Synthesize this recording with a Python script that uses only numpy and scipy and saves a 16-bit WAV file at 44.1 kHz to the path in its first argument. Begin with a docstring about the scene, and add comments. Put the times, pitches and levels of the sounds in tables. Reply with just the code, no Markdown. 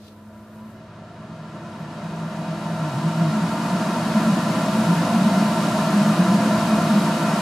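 """An inline duct fan draws air through a small enclosure, heard from close by.
At first summed sine tones make the motor's hum and drone over a dull noise background, with soft hiss puffs;
faint rotor harmonics climb and chirp through the housing's resonances. As the draught builds they sink under
filtered noise, the rush of air ringing the duct. Near two seconds a deep mode starts to sing unsteadily,
and breaks up after three, as a low boom of shaken duct modes grows, with separate throbs from strong eddies."""
import sys
import numpy as np
from scipy import signal
from scipy.fft import rfft, irfft, next_fast_len
from scipy.io import wavfile
from scipy.ndimage import uniform_filter1d

SR = 44100
rng = np.random.default_rng(int(sys.argv[2]) if len(sys.argv) > 2 else 0)


def file_out(sig):
    """Save sig as 16-bit WAV at sys.argv[1]."""
    # one column per channel
    cols = np.atleast_2d(sig).T
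    # limit, then scale
    lim = np.clip(cols, -1, 1)
    pcm = np.round(lim * 32767).astype(np.int16)
    wavfile.write(sys.argv[1], SR, pcm)


N = 326781
TIME = np.arange(N) / SR  # s
SIZE = next_fast_len(N, real=True)
FREQS = np.maximum(np.arange(SIZE // 2 + 1) * SR / SIZE, 1)  # Hz, kept above zero for the logarithms


def from_db(db):
    """Logarithmic level: 20 dB is a tenfold amplitude."""
    return 10 ** (np.asarray(db) / 20)


def rms_one(x):
    """Power normalisation: scale to a mean square of one."""
    return x / np.sqrt(np.mean(np.abs(x) ** 2) + 1e-20)


def in_time(rows):
    """Linear interpolation: each column after the time becomes a curve, sample by sample."""
    start_s, *columns = np.transpose(rows)
    return [np.interp(TIME, start_s, column) for column in columns]


def at_hz(points, hz):
    """Logarithmic frequency scale: equal ratios of frequency are equal steps of interpolation."""
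    table_hz, values = np.array(points).T
    return np.interp(np.log(hz), np.log(table_hz), values)


def drift(rate_hz):
    """Low-pass noise: a random modulation of spread 1, reaching up to about rate_hz."""
    step, settling = 40, 2000  # made at a lower sample rate; the filter's onset is dropped
    lowpass = signal.butter(2, rate_hz, fs=SR / step, output="sos")
    white = rng.standard_normal(N // step + settling + 2)
    slow = signal.sosfilt(lowpass, white)[settling:]
    return np.interp(np.arange(N) / step, np.arange(len(slow)), rms_one(slow))


def turning(hz):
    """Phase is the integral of frequency: a unit phasor follows the pitch from a random start."""
    cycles = np.cumsum(hz * np.ones(N)) / SR
    return np.exp(2j * np.pi * (cycles + rng.random()))


def bump(centre_s, half_s):
    """Gaussian envelope: a smooth swell of height 1 around a moment."""
    return np.exp(-.5 * ((TIME - centre_s) / half_s) ** 2)


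def settle(start_hz, full_hz, settle_s):
    """Exponential approach: a pitch climbs fast at first and then levels off."""
    return full_hz + (start_hz - full_hz) * np.exp(-TIME / settle_s)


# the motor's hum as it takes up the load: start_s [s], pitch_hz [Hz], level_db [dB]
HUM = [(0, 210.7, -48.5), (.63, 216.6, -41), (.85, 218, -49), (1.2, 220, -47.5), (1.4, 221, -63)]
MAINS_HZ, MAINS_DB = 99.7, -52
DRONE_START_HZ, DRONE_FULL_HZ, DRONE_SETTLE_S, DRONE_DB = 103, 121.6, .5, -48.5


def motor(waver):
    """Superposition of tones: mains hum, loaded-motor hum and a deeper drone that swells as it settles."""
    hum_hz, hum_db = in_time(HUM)
    drone_hz = settle(DRONE_START_HZ, DRONE_FULL_HZ, DRONE_SETTLE_S)
    drone_gain = from_db(DRONE_DB) * (1 - np.exp(-TIME / DRONE_SETTLE_S))
    tones = [(MAINS_HZ, from_db(MAINS_DB)), (hum_hz, from_db(hum_db)), (drone_hz, drone_gain)]
    out = 0
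    for hz, gain in tones:
        unsteady = 1 + waver * drift(22.0)
        out = out + gain * unsteady * turning(hz).real
    return np.sqrt(2) * out


# spectrum of the room's background: pitch_hz [Hz], relative level_db [dB per Hz]
ROOM = [(30, -20), (55, -4), (85, 3), (130, -7), (250, -9), (490, -4), (630, -8), (800, -27), (1400, -33),
        (2000, -24), (6000, -29), (15000, -43)]
FLOOR_DB = -56.5


def room(wide_above_hz):
    """Interaural coherence: a dull steady noise, alike at both ears in the bass and wide in the treble."""
    shared, left, right = rfft(rng.standard_normal((3, SIZE)))
    ratio = FREQS / wide_above_hz
    noise = (shared + ratio * np.array([left, right])) / np.sqrt(1 + ratio ** 2)
    shaped = noise * from_db(at_hz(ROOM, FREQS))
    return from_db(FLOOR_DB) * rms_one(irfft(shaped, SIZE)[:, :N])


# rotor tones: multiple of the base tone [ratio], level_db before the housing's lift [dB]
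ROTOR = [(4, -67), (6, -67), (7, -66), (9, -79), (10, -86), (11, -74.5), (12, -77.5), (13, -79.5)]
# resonances of the fan housing: centre_hz [Hz], width_hz [Hz], lift_db [dB]
HOUSING = [(348, 70, 9), (984, 58, 22)]
ROTOR_START_HZ, ROTOR_FULL_HZ, SPIN_UP_S = 68, 150, 2.0  # base tone, with its time constant


def rotor(waver):
    """Resonance: climbing rotor harmonics chirp as each sweeps through the housing's peaks."""
    base_hz = settle(ROTOR_START_HZ, ROTOR_FULL_HZ, SPIN_UP_S)
    out = 0
    for multiple, level_db in ROTOR:
        hz = multiple * base_hz
        lift_db = 0
        for centre_hz, width_hz, peak_db in HOUSING:
            lift_db = lift_db + peak_db / (1 + (2 * (hz - centre_hz) / width_hz) ** 2)
        unsteady = 1 + waver * (drift(5.2) + 1j * drift(17))  # uneven inflow shakes level and phase
        out = out + from_db(level_db + lift_db) * unsteady * turning(hz)
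    return np.sqrt(2) * out.real


# the draught builds at a steady rate, then eases into its full level
FULL_DB, RISE_DB_PER_S, RISE_S, EASE_S = -25, 8, 3.435, 0.69


def draught():
    """Saturating growth: the flow's level in dB rises steadily up to a soft knee."""
    return FULL_DB - RISE_DB_PER_S * EASE_S * np.logaddexp(0, (RISE_S - TIME) / EASE_S)


# resonances of duct and enclosure: centre_hz [Hz], width_hz [Hz], lift_db [dB]
DUCT = [(73, 2, 16), (126, 14, 4.5), (239, 7, 8), (263, 8, 8.1), (276, 8, 9.7), (291, 5, 10.0),
        (310, 6, 9.4), (328, 7, 13.9), (344, 8, 10.5), (375, 12, 8.8), (408, 19, 10.5), (470, 24, 6.9),
        (497, 6, 4.7), (517, 7, 11.0), (532, 5, 6.3), (581, 4, 7.5), (598, 9, 8.4), (641, 14, 13.1),
        (670, 4, 2.2), (690, 11, 13.9), (723, 11, 10.8), (762, 5, 10.7), (802, 6, 6.7), (818, 5, 7.5),
        (853, 42, 8.0), (913, 11, 12.2), (930, 22, 9.0), (981, 10, 8.8), (1007, 10, 11.8), (1029, 11, 9.7),
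        (1063, 7, 7.7), (1087, 4, 4.8), (1112, 10, 6.1), (1167, 35, 6.4), (1194, 4, 6.3), (1211, 11, 7.5),
        (1341, 30, 10.2), (1395, 4, 5.0), (1404, 55, 4.7), (1443, 13, 5.0), (1514, 33, 5.9),
        (1617, 11, 10.5), (1638, 11, 8.8), (1745, 28, 10.1), (1805, 4, 6.6), (1819, 6, 6.3),
        (1864, 31, 6.4), (1944, 28, 5.3), (2080, 17, 8.1), (2295, 13, 4.5), (2435, 10, 6.3),
        (2502, 14, 10.0), (2777, 55, 4.6), (2896, 20, 5.0), (2975, 80, 3.5), (3256, 13, 4.1),
        (3837, 65, 5.2), (4217, 250, 2.9)]


def duct(hz):
    """Resonance: the complex response lifts narrow bands, and each rings on."""
    response = 1
    for centre_hz, width_hz, lift_db in DUCT:
        detune = 1j * (hz ** 2 - centre_hz ** 2) / (hz * width_hz)
        response = response * (detune + from_db(lift_db)) / (detune + 1)
    return response


def enclosure(echo, decay_s, above_hz):
    """Interference: dense short echoes between hard walls ripple the treble; responses for mid and side."""
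    decay = np.exp(-np.minimum(np.arange(SIZE) / SR / decay_s, 50))
    tail = rng.standard_normal((2, SIZE)) * decay
    treble = FREQS ** 2 / (FREQS ** 2 + above_hz ** 2)
    return 1 + echo * rms_one(rfft(tail)) * treble


# turbulence before the duct's resonances: pitch_hz [Hz], relative level_db [dB per Hz]
RUSH = [(30, -45), (85, -14), (115, 0.5), (250, -0.97), (440, -15), (620, -1.9), (800, -11), (1100, -7.5),
        (1400, -8), (1650, -14.5), (2100, -14.5), (3400, -16.5), (4700, -16.5), (7000, -21), (10500, -24.5),
        (15000, -36.5)]
# rush thrown back by the room, opposite at the two ears: pitch_hz [Hz], relative level_db [dB per Hz]
DIFFUSE = [(41, -16), (70, -16), (107, -16), (188, -13.5), (462, -14), (676, -2), (740, -6), (886, 1),
           (1360, 1.5), (1660, -4.5), (2980, -4), (10700, -15), (15000, -27)]
# the air outlet lies a little to one side: pitch_hz [Hz], left minus right level_db [dB]
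LEAN = [(1500, 0), (2800, 1.5), (5500, 0)]
# eddies get finer as the air speeds up: pitch_hz [Hz], growth [dB gained per dB of flow]
GROWTH = [(40, 0), (100, 1), (200, 1.8), (400, 0.88), (800, 1.15), (1600, 1.03), (3200, 1.15), (5000, 1.17),
          (10000, 1.64)]


def rush(flow_db, level_db, diffuse_db, flicker_db):
    """Turbulent broadband noise: it gets louder and brighter with the flow, and each octave flickers."""
    mid, side = rfft(rng.standard_normal((2, SIZE))) * enclosure(echo=.24, decay_s=.018, above_hz=2000)
    mid = mid * from_db(level_db) * rms_one(from_db(at_hz(RUSH, FREQS)) * duct(FREQS))
    side = side * from_db(diffuse_db) * rms_one(from_db(at_hz(DIFFUSE, FREQS)))
    left_right = np.array([[1], [-1]])
    air = (mid + side * left_right) * from_db(at_hz(LEAN, FREQS) / 2 * left_right)
    full_db = np.median(flow_db[N // 2:])
    octave = np.clip(np.log2(FREQS / 50), 0, 8)  # octaves above 50 Hz
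    out = 0
    for k in range(9):
        crossfade = np.maximum(1 - np.abs(octave - k), 0)  # neighbouring bands sum to one
        band = irfft(air * crossfade, SIZE)[:, :N]
        growth = at_hz(GROWTH, 50 * 2 ** k)
        out = out + band * from_db(growth * (flow_db - full_db) + flicker_db * drift(8.9))
    return from_db(full_db) * out


# puffs of hiss: centre_s [s], half_s [s], level_db [dB], centre_hz [Hz], width [octaves]
PUFFS = [(0.057, 0.05, -56, 4100, 0.6), (0.083, 0.0036, -54, 3500, 0.16), (0.076, 0.077, -74, 10100, 1.0),
         (0.394, 0.29, -65.5, 8950, 1.4), (0.557, .03, -69, 12000, .8), (.705, 0.05, -68, 11500, .8),
         (1.81, .015, -62, 12000, .8), (4.85, .01, -57, 13500, .25), (5.15, .01, -59, 13200, .25),
         (5.92, .01, -59, 13200, .25)]


def puffs(grain_db):
    """Band-limited noise bursts: soft, slightly grainy puffs of hiss."""
    white = rng.standard_normal((2, N)) * from_db(grain_db * drift(150))
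    out = 0
    for centre_s, half_s, level_db, centre_hz, octaves in PUFFS:
        half_band = 2 ** (octaves / 2)
        edges_hz = [centre_hz / half_band, min(centre_hz * half_band, .45 * SR)]
        bandpass = signal.butter(1, edges_hz, "band", fs=SR, output="sos")
        band = rms_one(signal.sosfilt(bandpass, white))
        out = out + band * from_db(level_db) * bump(centre_s, half_s)
    return out


def buffeting(width_hz, even_s, ragged):
    """Random excitation of a mode: steady at ragged 0, shaken by eddies at 1; even in the long run."""
    eddies = drift(width_hz / 2) + 1j * drift(width_hz / 2)
    shake = np.sqrt(1 - ragged) + np.sqrt(ragged / 2) * eddies
    power = uniform_filter1d(np.abs(shake) ** 2, int(even_s * SR))
    return shake / np.sqrt(power + 1e-9)


# deep duct modes: pitch_hz [Hz], width_hz [Hz], level_db at full flow [dB], growth [dB gained per dB of flow]
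BOOM = [(152.9, 7.9, -35.5, 0.7), (167, 13.5, -28.5, 1), (188, 11, -30, 1.2), (213.9, 20.8, -25, 1.08)]
# below this flow the deep modes barely catch, and fall away this much faster (dB per dB)
CATCH_DB, CATCH_FALL = -44, 1.2
# the boom dips once, by this many dB
FALTER_AT_S, FALTER_HALF_S, FALTER_DB = 2.9, 0.035, 11


def boom(flow_db):
    """Modal excitation: small eddies keep the deep modes rumbling; they grow with the draught."""
    slow_flow_db = CATCH_FALL * np.maximum(CATCH_DB - flow_db, 0)
    held_back_db = slow_flow_db + FALTER_DB * bump(FALTER_AT_S, FALTER_HALF_S)
    out = 0
    for hz, width_hz, level_db, growth in BOOM:
        gain = from_db(level_db + growth * (flow_db - FULL_DB) - held_back_db)
        out = out + gain * buffeting(width_hz, even_s=0.077, ragged=1.0) * turning(hz)
    return np.sqrt(2) * out.real


# short swells of the deep modes: centre_s [s], half_s [s], pitch_hz [Hz], peak level_db [dB]; the first is a
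# brief early burst of the lowest mode's singing tone, the rest are strong eddies
THROBS = [(1.397, 0.088, 158.7, -40), (1.814, 0.025, 165, -33.5), (3.36, 0.044, 212.8, -23.5),
          (3.434, 0.019, 167.8, -18.5), (3.746, .014, 187.7, -18.5), (4.171, 0.018, 212.4, -17),
          (4.278, 0.021, 219, -19), (4.33, 0.021, 165.4, -20.5), (4.34, 0.031, 189, -21),
          (4.79, 0.028, 219.7, -20.5), (4.905, 0.02, 170.5, -15), (4.99, 0.027, 167.8, -16),
          (5.128, 0.044, 220.4, -19.5), (5.216, 0.043, 188, -17.5), (5.269, 0.011, 220.7, -15),
          (5.38, 0.052, 188, -21), (5.434, 0.071, 216, -24.5), (5.986, 0.038, 204, -17),
          (6.08, 0.05, 164.4, -22), (6.093, 0.028, 213, -16), (6.196, 0.016, 176.6, -14),
          (6.323, 0.052, 186, -18), (6.39, 0.057, 211.6, -19), (6.53, 0.022, 206.6, -22),
          (6.732, 0.031, 215.4, -21), (6.822, 0.051, 168.2, -22.5), (6.91, 0.012, 219.3, -13.5),
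          (6.973, 0.019, 208.2, -11.5)]


def throbs():
    """Transient excitation: each row swells a deep mode for a short while."""
    out = 0
    for centre_s, half_s, hz, level_db in THROBS:
        out = out + from_db(level_db) * bump(centre_s, half_s) * turning(hz).real
    return np.sqrt(2) * out


# the lowest mode holds a tone, sags in pitch, then breaks up: start_s [s], pitch_hz [Hz], level_db [dB]
SINGING = [(1.85, 164, -70), (2.03, 163.8, -33), (2.4, 163, -33.5), (2.7, 164.2, -31.5), (2.81, 160.7, -25),
           (2.9, 148, -29.5), (2.95, 122.2, -30), (2.985, 155.7, -22), (3.03, 152, -29), (3.07, 165, -17.5),
           (3.12, 160.7, -27), (3.22, 167.7, -19), (3.29, 153.5, -21), (3.33, 151.8, -33), (3.4, 152, -70)]


def singing(ragged, octave_db):
    """Self-sustained tone: the lowest mode sings unsteadily, and squaring its phasor adds a weak octave."""
    hz, level_db = in_time(SINGING)
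    tone = buffeting(width_hz=16.0, even_s=0.14, ragged=np.clip(ragged, 0, 1)) * turning(hz)
    with_octave = tone + from_db(octave_db) * tone ** 2
    return np.sqrt(2) * from_db(level_db) * np.real(with_octave)


def scene():
    """Superposition: the low tones sit in the middle, the rush spreads around them."""
    flow_db = draught()
    hum = motor(waver=0.28)
    background = room(wide_above_hz=1400)
    whine = rotor(waver=.12)
    air = rush(flow_db, level_db=1.61, diffuse_db=-12.3, flicker_db=0.5)
    hiss = puffs(grain_db=1.0)
    low = boom(flow_db) + throbs() + singing(ragged=.06, octave_db=-15)
    return hum + background + whine + air + hiss + low


CUTOFF_HZ = 15200


def record(dry):
    """Elliptic low-pass: the top is cut steeply."""
    lowpass = signal.ellip(10, .1, 80, CUTOFF_HZ, fs=SR, output="sos")  # order, ripple dB, stopband dB
    return signal.sosfilt(lowpass, dry)


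dry = scene()
out = record(dry)
file_out(out)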